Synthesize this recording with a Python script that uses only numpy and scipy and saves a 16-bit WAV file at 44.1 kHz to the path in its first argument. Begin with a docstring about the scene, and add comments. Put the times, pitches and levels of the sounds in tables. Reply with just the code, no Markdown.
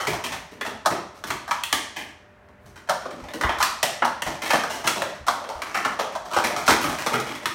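"""Two children speed-stack plastic cups on mats on a glass table in a hard-walled room.
0 s: faint fan rush and hum throughout; cups land at once, fingers tick, the room rings on, the table booms.
2-2.8 s: few and weak landings, a low hum swell near 2.6 s. 2.8-4 s: busy again, hardest bump near 3.4 s.
4.3 s to the end: dense landings and touches, the loudest landing near 6.7 s.
Each landing is a rattle of contacts driving modes of air, wall and table and a noisy rim crack."""
import sys
import numpy as np
from scipy import signal
from scipy.fft import rfft, irfft
from scipy.io import wavfile
from scipy.ndimage import uniform_filter1d, minimum_filter1d

SR = 44100
rng = np.random.default_rng(int(sys.argv[2]) if len(sys.argv) > 2 else 0)


def wrap_up_sound(samples):
    """Save the sound to the file named by the first command line argument, as 16-bit audio."""
    columns = np.atleast_2d(samples).T
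    # keep every value between -1 and 1, then stretch to whole-number steps
    tamed = np.clip(columns, -1, 1)
    steps = np.round(tamed * 32767).astype(np.int16)
    wavfile.write(sys.argv[1], SR, steps)


N = 332514

# Burst levels are set before the mix gains in scene(); mode and spectrum levels are relative.
# steady room noise: freq_hz, density_db [per Hz]
RUSH_SPECTRUM = [(25, -24), (55, 12), (110, 3.5), (160, 2.5), (350, -0.5), (700, 0.5), (1100, -2),
                 (1750, -1), (2500, -10), (4000, -22), (8000, -31.5), (16000, -36)]
# fan hum lines: freq_hz, mean_level_db
HUM_LINES = [(86.1, -62.5), (107.7, -68.5), (199.3, -67.5), (398.4, -67.5), (500.6, -72), (598.5, -61)]
# cup landings or nestings: start_s, rattle_s [time scale], hollow_pitch_hz,
# table_db, hollow_db, wall_db, rim_db
LANDINGS = [(.001, 0.023, 920, -50, -36.5, -39.5, -44.5), (0.0701, .011, 780, -35.5, -36, -34.5, -40),
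            (.133, 0.0058, 820, -57, -37, -46, -47), (.239, 0.016, 940, -45.5, -40, -39, -42),
            (.321, 0.012, 845, -66, -41, -41.5, -46), (.514, .016, 767, -52, -58, -58, -62),
            (.611, .0045, 1124, -47, -42, -38, -49), (.65, 0.013, 880, -55, -39.5, -53, -50.5),
            (.664, 0.0064, 946, -45.5, -44, -42.5, -51), (.851, .01, 1020, -64, -41, -63, -59),
            (0.859, 0.0066, 1006, -43.5, -24.5, -41, -34.5), (.906, 0.016, 813, -38, -36, -41, -47),
            (1.145, 0.034, 850, -60, -56, -64, -62), (1.239, .003, 1180, -50, -43, -48, -49),
            (1.27, .016, 1150, -49, -56, -49, -48.5), (1.304, 0.0062, 1120, -47, -36, -40, -43),
            (1.478, .014, 1034, -55, -40, -62, -52.5), (1.51, 0.0062, 1062, -56, -30.5, -36.5, -42),
            (1.636, 0.0025, 1230, -75, -47, -38, -40.5), (1.7274, .0024, 1022, -43.5, -33.5, -29, -32),
            (1.963, 0.018, 890, -49.5, -45, -39.5, -48), (2.487, 0.0028, 870, -65, -66, -74, -79),
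            (2.658, 0.021, 750, -61.5, -63, -70, -65), (2.758, .014, 1240, -59, -55.5, -57.5, -60.5),
            (2.889, 0.0054, 1000, -53.5, -35, -55, -51), (2.895, 0.0059, 983, -49, -28, -42, -38.5),
            (3.056, 0.0086, 863, -49.5, -39.5, -60, -60), (3.112, 0.034, 814, -46.5, -55, -62, -63),
            (3.238, .012, 675, -66, -49.5, -56.5, -62), (3.285, 0.0062, 836, -63, -52, -51, -60.5),
            (3.336, 0.0089, 710, -40.5, -46, -46.5, -49), (3.411, 0.0067, 1220, -45, -36, -38, -44),
            (3.435, .009, 1120, -40, -30, -32.5, -48.5), (3.493, .0076, 973, -52, -32.5, -36.5, -50),
            (3.585, 0.013, 1155, -59, -41, -51, -46.5), (3.603, .014, 1133, -54, -27.5, -37.5, -39.5),
            (3.627, .0019, 1365, -52, -29.5, -31, -30.5), (3.8291, 0.0047, 783, -44, -31.5, -31.5, -32),
            (4.022, 0.0098, 1050, -41, -26.5, -33, -56), (4.048, 0.0067, 967, -54, -29.5, -43.5, -42),
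            (4.2208, 0.0029, 950, -52, -40.5, -36, -43.5), (4.265, 0.019, 848, -42, -35.5, -43.5, -44.5),
            (4.419, .022, 927, -44.5, -39.5, -39, -43), (4.455, .05, 865, -57, -39, -38, -41.5),
            (4.503, 0.024, 1065, -54, -27.5, -29, -34.5), (4.531, .011, 897, -33.5, -27.5, -41, -40.5),
            (4.636, 0.0038, 1050, -51, -35.5, -47, -46), (4.699, 0.033, 820, -48, -38.5, -41.5, -42.5),
            (4.842, 0.019, 946, -43, -35, -42.5, -45.5), (4.868, 0.0094, 885, -50, -38, -43, -38.5),
            (4.8748, .004, 1126, -46.5, -31.5, -31.5, -34), (4.961, 0.028, 770, -43.5, -38, -58, -47),
            (5.0198, 0.0036, 730, -63, -35, -38.5, -43.5), (5.266, 0.023, 990, -50.5, -36.5, -47, -43.5),
            (5.283, 0.0072, 940, -61, -24.5, -39, -38), (5.41, 0.035, 703, -61, -43.5, -62, -62),
            (5.489, 0.015, 850, -66, -38, -51, -50.5), (5.55, 0.021, 760, -65, -45, -63, -61),
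            (5.619, 0.0038, 1230, -54, -41.5, -41.5, -47), (5.664, .047, 1010, -53, -44.5, -47, -53.5),
            (5.745, .017, 1095, -46, -32, -34, -41.5), (5.849, 0.0065, 1080, -42.5, -29.5, -35.5, -43.5),
            (5.991, .013, 840, -49, -30, -38, -42), (6.152, 0.007, 810, -62, -36.5, -51, -51),
            (6.25, .03, 760, -55, -46, -56, -56), (6.307, 0.031, 1080, -46, -38, -52, -48.5),
            (6.333, 0.028, 1180, -55, -31, -38, -40.5), (6.365, .011, 1012, -38.5, -26, -41, -41.5),
            (6.44, 0.014, 1044, -41, -35, -32.5, -37), (6.505, .02, 797, -47, -36, -57, -53),
            (6.563, .026, 910, -46.5, -35, -41.5, -41.5), (6.663, 0.015, 1000, -58, -44, -41, -40.5),
            (6.679, 0.0084, 1119, -28.5, -15.5, -25.5, -25), (6.703, .02, 1090, -31.5, -26, -27.5, -32),
            (6.81, 0.033, 1040, -41.5, -51, -41, -41), (6.841, 0.0085, 972, -35.5, -34, -39, -45),
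            (6.89, 0.03, 844, -56, -35.5, -42.5, -43.5), (6.985, 0.033, 1040, -54, -42, -39.5, -43.5),
            (7.063, .012, 862, -40.5, -32.5, -37.5, -39), (7.132, 0.018, 1044, -34, -30.5, -35, -42.5),
            (7.2, .0055, 850, -52, -46, -53, -45.5), (7.265, 0.026, 850, -45.5, -42.5, -42.5, -48.5),
            (7.351, 0.008, 1090, -67, -51, -47.5, -52.5), (7.457, 0.0025, 1220, -45.5, -35.5, -35, -40)]
# air in and between the cups: freq_hz, level_db, t60_s
AIR_MODES = [(570, -21.5, 0.12), (606, 2.5, 0.037), (728, 2, 0.021), (858, -2, 0.031), (971, -5.5, 0.043),
             (1125, 1.5, 0.017), (1230, 0, 0.029), (1452, 5, 0.015)]
# bending of the cup wall: freq_hz, level_db, t60_s
WALL_MODES = [(1660, 0, 0.028), (1736, -3, 0.068), (1943, -3, 0.039), (2138, 3.5, 0.011),
              (2500, -2, 0.0093), (2530, -4, 0.02), (2900, -8, 0.054), (3213, 2.5, 0.028),
              (3324, -8.5, 0.07), (3570, -16, 0.003)]
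# crack of rim on rim: freq_hz, level_db
RIM_SPECTRUM = [(2000, -20), (3300, -2), (4100, 3), (4900, -1.5), (5500, 2.5), (6500, -1.5), (7400, -5),
                (9400, -5.5), (10300, -11.5), (12000, -10.5), (15500, -16), (18000, -32)]
# table top under the mats: freq_hz, level_db, t60_s
TABLE_MODES = [(122.3, -11.5, 0.15), (165, -5.5, 0.059), (233.8, -0.5, 0.09), (289.5, -0.5, 0.063),
               (332.5, 0.5, 0.074), (440, 7, 0.024)]
# notes held by a free-standing cup: ratio [x hollow pitch], level_db [re hollow knock], t60_s
HOLLOW_NOTES = [(.76, -10, 0.11), (1.251, -8, 0.075)]
# room decay: freq_hz, t60_s
ROOM_DECAY = [(100, 0.76), (300, 0.47), (800, 0.54), (2000, 0.54), (5500, 0.58), (9000, .44), (15000, 0.27)]
# light touches of fingers and cups: start_s, end_s, mean_level_db
HANDLING_SPANS = [(0, .25, -56), (.9, 2.05, -62), (2.803, 3.952, -54), (4.302, 7.5, -50.5)]
# dull table bumps, and a low hum swell near 2.6 s: start_s, level_db, swell_s, centre_hz
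LOW_SWELLS = [(0.077, -38, 0.029, 135), (.301, -46.5, .045, 110), (.899, -43, .012, 135),
              (1.272, -46.5, 0.032, 100), (1.723, -49, 0.012, 73), (2.6, -50.5, 0.059, 88),
              (3.201, -48.5, 0.027, 55), (3.442, -31.5, 0.0046, 75), (4.258, -46, 0.009, 48.1),
              (5.2, -46, 0.01, 51.3), (5.548, -49, 0.0089, 60.4), (6.706, -37, 0.01, 125),
              (6.853, -41, 0.021, 91), (7.129, -38.5, 0.011, 150)]
# low boom: freq_hz, level_db
BOOM_SPECTRUM = [(25, -10), (45, -3), (72, 0.5), (95, -8), (122, -4), (170, -4), (300, -26)]

RING_SAMPLES, CLACK_SAMPLES = int(SR * .1), int(SR * .25)
ENERGY_SPAN_S, TOP_HZ, RUSH_RMS_DB = .1, 15900, -54
# a cup that rattles longer than the choke time is still in the hand, which damps its notes
NOTE_BUILD_S, NOTE_CHOKE_S = 0.0068, 0.017
# wall pitch rises as the rim takes more of the blow
WALL_HZ, WALL_HZ_PER_DB = 2245, 18
# rim tilt above 5 kHz, dB per octave: per halving of rattle time, and per dB of rim over its usual level
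PLAIN_RATTLE_S, TILT_DB_PER_HALVING = .009, -0.06
PLAIN_RIM_RE_HOLLOW_DB, TILT_DB_PER_RIM_DB = -7.5, 0.32
# hollow knocks above this level send less into the room: dB less for each dB more
BEAM_FROM_DB, BEAM_DB_PER_DB = -31.5, 0.53
TOUCHES_PER_S, TOUCH_RATTLE_S, TOUCH_MEDIAN_HZ = 8.4, .012, 850
TOUCH_TABLE_DB, TOUCH_WALL_DB, TOUCH_RIM_DB = -6, -5, -10.5  # re hollow knock


def undb(db):
    """Decibels to gain."""
    return 10 ** (np.asarray(db) / 20)


def burst_level(x, level_db):
    """Give a burst the energy of ENERGY_SPAN_S at this RMS level."""
    return x * undb(level_db) * np.sqrt(ENERGY_SPAN_S * SR / np.sum(x ** 2))


def add(track, start_s, x):
    """Mix x into the track."""
    i = max(int(start_s * SR), 0)
    track[i:i + len(x)] += x[:max(len(track) - i, 0)]


def on_log_axis(freq_hz, points):
    """Interpolate (Hz, value) points over log frequency."""
    point_hz, value = np.transpose(points)
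    return np.interp(np.log(np.maximum(freq_hz, 1)), np.log(point_hz), value)


def colour(x, points, size=8192):
    """Causal minimum-phase filter with the spectrum of (Hz, dB) points."""
    gain = undb(on_log_axis(np.fft.rfftfreq(size, 1 / SR), points))
    cepstrum = irfft(np.log(gain))
    # fold onto positive time
    cepstrum[1:size // 2] *= 2
    cepstrum[size // 2 + 1:] = 0
    response = irfft(np.exp(rfft(cepstrum)))
    return signal.fftconvolve(x, response)[:len(x)]


def favour(points, centre_hz, focus_db):
    """Weaken (Hz, dB, ..) rows by focus_db times squared octaves from the centre."""
    rows = np.array(points, float)
    rows[:, 1] -= focus_db * np.log2(rows[:, 0] / centre_hz) ** 2
    return rows


def fan():
    """Coloured noise for rushing air, plus hum lines that waver in level and phase."""
    t = np.arange(N) / SR
    rush = colour(rng.standard_normal(N), RUSH_SPECTRUM)
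    out = rush * undb(RUSH_RMS_DB) / np.std(rush)
    knots_s = np.linspace(0, t[-1], num=90)
    for freq_hz, mean_db in HUM_LINES:
        swell = np.interp(t, knots_s, rng.standard_normal(size=90))
        drift_rad = np.interp(t, knots_s, rng.standard_normal(size=90))
        tone = np.sin(2 * np.pi * freq_hz * t + drift_rad)
        out += np.sqrt(2) * undb(mean_db + 2 * swell) * tone
    return out


def rattle(rattle_s, sharp_db=15, soften_db=4, scatter_db=4, count=44):
    """A first contact, then others that weaken and thin out as the cup settles."""
    rattle_s = max(rattle_s, 1 / SR)
    share = (np.arange(count) + rng.random(count)) / count
    times_s = -2 * rattle_s * np.log(1 - share)
    sizes = np.sqrt(1 - share) * undb(scatter_db * rng.standard_normal(count))
    # a square hit is nearly one click; a long slide begins gently
    times_s[0] = 0
    sizes[0] = undb(sharp_db - soften_db * np.log2(rattle_s / 0.0021))
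    push = np.zeros(CLACK_SAMPLES)
    index = np.minimum(times_s * SR, CLACK_SAMPLES - 1).astype(int)
    np.add.at(push, index, sizes * rng.choice([-1, 1], count))
    return push


def ring(push, modes, detune, low_hz):
    """Contacts excite damped, randomly detuned modes; a small body radiates little below low_hz."""
    freq_hz, level_db, t60_s = np.transpose(modes)[:, :, None]
    t = np.arange(RING_SAMPLES) / SR
    freq_hz = freq_hz * (1 + detune * rng.standard_normal(freq_hz.shape))
    sign = rng.choice([-1, 1], freq_hz.shape)
    decay = np.exp(-np.log(1000) * t / t60_s)
    response = np.sum(sign * undb(level_db) * decay * np.sin(2 * np.pi * freq_hz * t), axis=0)
    highpass = signal.butter(2, low_hz, "high", fs=SR, output="sos")
    response = signal.sosfilt(highpass, response)
    return signal.fftconvolve(push, response)[:len(push)]


def rim_crack(push, rattle_s, rim_re_hollow_db, crack_s=0.0019):
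    """Close, fast-dying high modes: each contact gives a fresh burst of coloured noise."""
    power = signal.lfilter([1], [1, -np.exp(-2 / SR / crack_s)], push ** 2 + 1e-18)
    crack = np.sqrt(power) * rng.standard_normal(CLACK_SAMPLES)
    # edge on edge is bright, a blow cushioned by trapped air is dull
    tilt_db = TILT_DB_PER_HALVING * np.log2(PLAIN_RATTLE_S / rattle_s)
    tilt_db += TILT_DB_PER_RIM_DB * (rim_re_hollow_db - PLAIN_RIM_RE_HOLLOW_DB)
    spectrum = np.array(RIM_SPECTRUM, float)
    spectrum[:, 1] += tilt_db * np.log2(np.maximum(spectrum[:, 0] / 5000, 1))
    return colour(crack, spectrum)


def clack(rattle_s, air_hz, table_db, hollow_db, wall_db, rim_db, mat_lag_s=0.00707):
    """One cup lands: the same contacts drive enclosed air, wall, rim and table."""
    push = rattle(rattle_s)
    # nesting depth picks the air modes, the place struck picks the wall modes
    wall_hz = max(WALL_HZ + WALL_HZ_PER_DB * (rim_db - wall_db), air_hz)
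    hollow = ring(push, favour(AIR_MODES, air_hz, focus_db=16), detune=0.028, low_hz=485)
    wall = ring(push, favour(WALL_MODES, wall_hz, focus_db=22.5), detune=0.048, low_hz=1270)
    rim = rim_crack(push, rattle_s, rim_db - hollow_db)
    table = ring(push, TABLE_MODES, detune=0.027, low_hz=100)
    out = burst_level(hollow, hollow_db) + burst_level(wall, wall_db) + burst_level(rim, rim_db)
    # the soft mat passes the blow on late
    add(out, mat_lag_s, burst_level(table, table_db))
    return out


def held_notes(rattle_s, air_hz, hollow_db, detune=0.0085):
    """A cup let go quickly rings on with two hollow notes."""
    ratio, level_db, t60_s = np.transpose(HOLLOW_NOTES)[:, :, None]
    t = np.arange(CLACK_SAMPLES) / SR
    freq_hz = air_hz * ratio * (1 + detune * rng.standard_normal(ratio.shape))
    envelope = (1 - np.exp(-t / NOTE_BUILD_S)) * np.exp(-np.log(1000) * t / t60_s)
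    tones = envelope * np.sin(2 * np.pi * freq_hz * t)
    free = 1 / (1 + (rattle_s / NOTE_CHOKE_S) ** 2)
    return free * sum(burst_level(tone, hollow_db + db) for tone, db in zip(tones, level_db))


def cups():
    """All landings: direct sound with held notes, and the knocks fed to the room."""
    direct, spread = np.zeros(N), np.zeros(N)
    for start_s, rattle_s, air_hz, table_db, hollow_db, wall_db, rim_db in LANDINGS:
        knock = clack(rattle_s, air_hz, table_db, hollow_db, wall_db, rim_db)
        add(direct, start_s, knock + held_notes(rattle_s, air_hz, hollow_db))
        # the strongest hollow knocks pop from the open mouth of a stack and sound drier
        beam_db = BEAM_DB_PER_DB * max(hollow_db - BEAM_FROM_DB, 0)
        add(spread, start_s, knock * undb(-beam_db))
    return direct, spread


def room(x, gap_s=.003, knee_hz=250, count=56):
    """Diffuse field: noise bands follow stored energy, which dies away at each band's own rate."""
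    edges_hz = np.geomspace(45 + knee_hz, TOP_HZ + knee_hz, count) - knee_hz
    out = np.zeros(N)
    for low_hz, high_hz in zip(edges_hz, edges_hz[1:]):
        band = signal.butter(3, [low_hz, high_hz], "band", fs=SR, output="sos")
        t60_s = on_log_axis(np.sqrt(low_hz * high_hz), ROOM_DECAY)
        keep = np.exp(-2 * np.log(1000) / SR / t60_s)
        noise = rng.standard_normal(N)
        power = signal.sosfilt(band, x + 1e-9 * noise) ** 2
        stored = signal.lfilter([1 - keep], [1, -keep], power)
        echoes = signal.sosfilt(band, noise)
        add(out, gap_s, np.sqrt(stored) * echoes / np.std(echoes))
    return out


def touches(scatter_db=3, pitch_spread=0.38):
    """Faint clacks, one at a random time per slot, while hands grip and shift the cups."""
    out = np.zeros(N)
    slot_s = 1 / TOUCHES_PER_S
    for start_s, end_s, mean_db in HANDLING_SPANS:
        for slot_start_s in np.arange(start_s, end_s, slot_s):
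            pitch, strength = rng.standard_normal(2)
            db = mean_db + scatter_db * strength
            air_hz = TOUCH_MEDIAN_HZ * np.exp(pitch_spread * pitch)
            touch = clack(TOUCH_RATTLE_S, air_hz, db + TOUCH_TABLE_DB, db,
                          db + TOUCH_WALL_DB, db + TOUCH_RIM_DB)
            add(out, rng.uniform(slot_start_s, min(slot_start_s + slot_s, end_s)), touch)
    return out


def low_swells():
    """Low swelling noise: table bumps and a hum swell."""
    out, t = np.zeros(N), np.arange(CLACK_SAMPLES) / SR
    for start_s, level_db, swell_s, centre_hz in LOW_SWELLS:
        swell = rng.standard_normal(CLACK_SAMPLES) * t * np.exp(-t / swell_s)
        boom = colour(swell, favour(BOOM_SPECTRUM, centre_hz, focus_db=6.5))
        add(out, start_s, burst_level(boom, level_db))
    return out


def scene(direct_db=2, room_db=0.68, boom_room_db=-11):
    """Fan, cups, touches and low swells, with the room's reply to all but the fan."""
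    hum = fan()
    direct, spread = cups()
    handling = touches()
    boom = low_swells()
    tail = room(undb(room_db) * (spread + handling) + undb(boom_room_db) * boom)
    return (undb(direct_db) * (direct + handling) + boom + tail + hum)[None]


def record(dry, ceiling_db=-6, hold_s=0.00077):
    """A fast limiter holds down the loudest peaks; a lowpass cuts above TOP_HZ."""
    span = max(int(hold_s * SR), 1)
    gain = undb(ceiling_db) / np.maximum(np.abs(dry), undb(ceiling_db))
    gain = uniform_filter1d(minimum_filter1d(gain, span), span)
    lowpass = signal.ellip(8, .2, 70, TOP_HZ, fs=SR, output="sos")
    return signal.sosfilt(lowpass, dry * gain)


dry = scene()
out = record(dry)
wrap_up_sound(out)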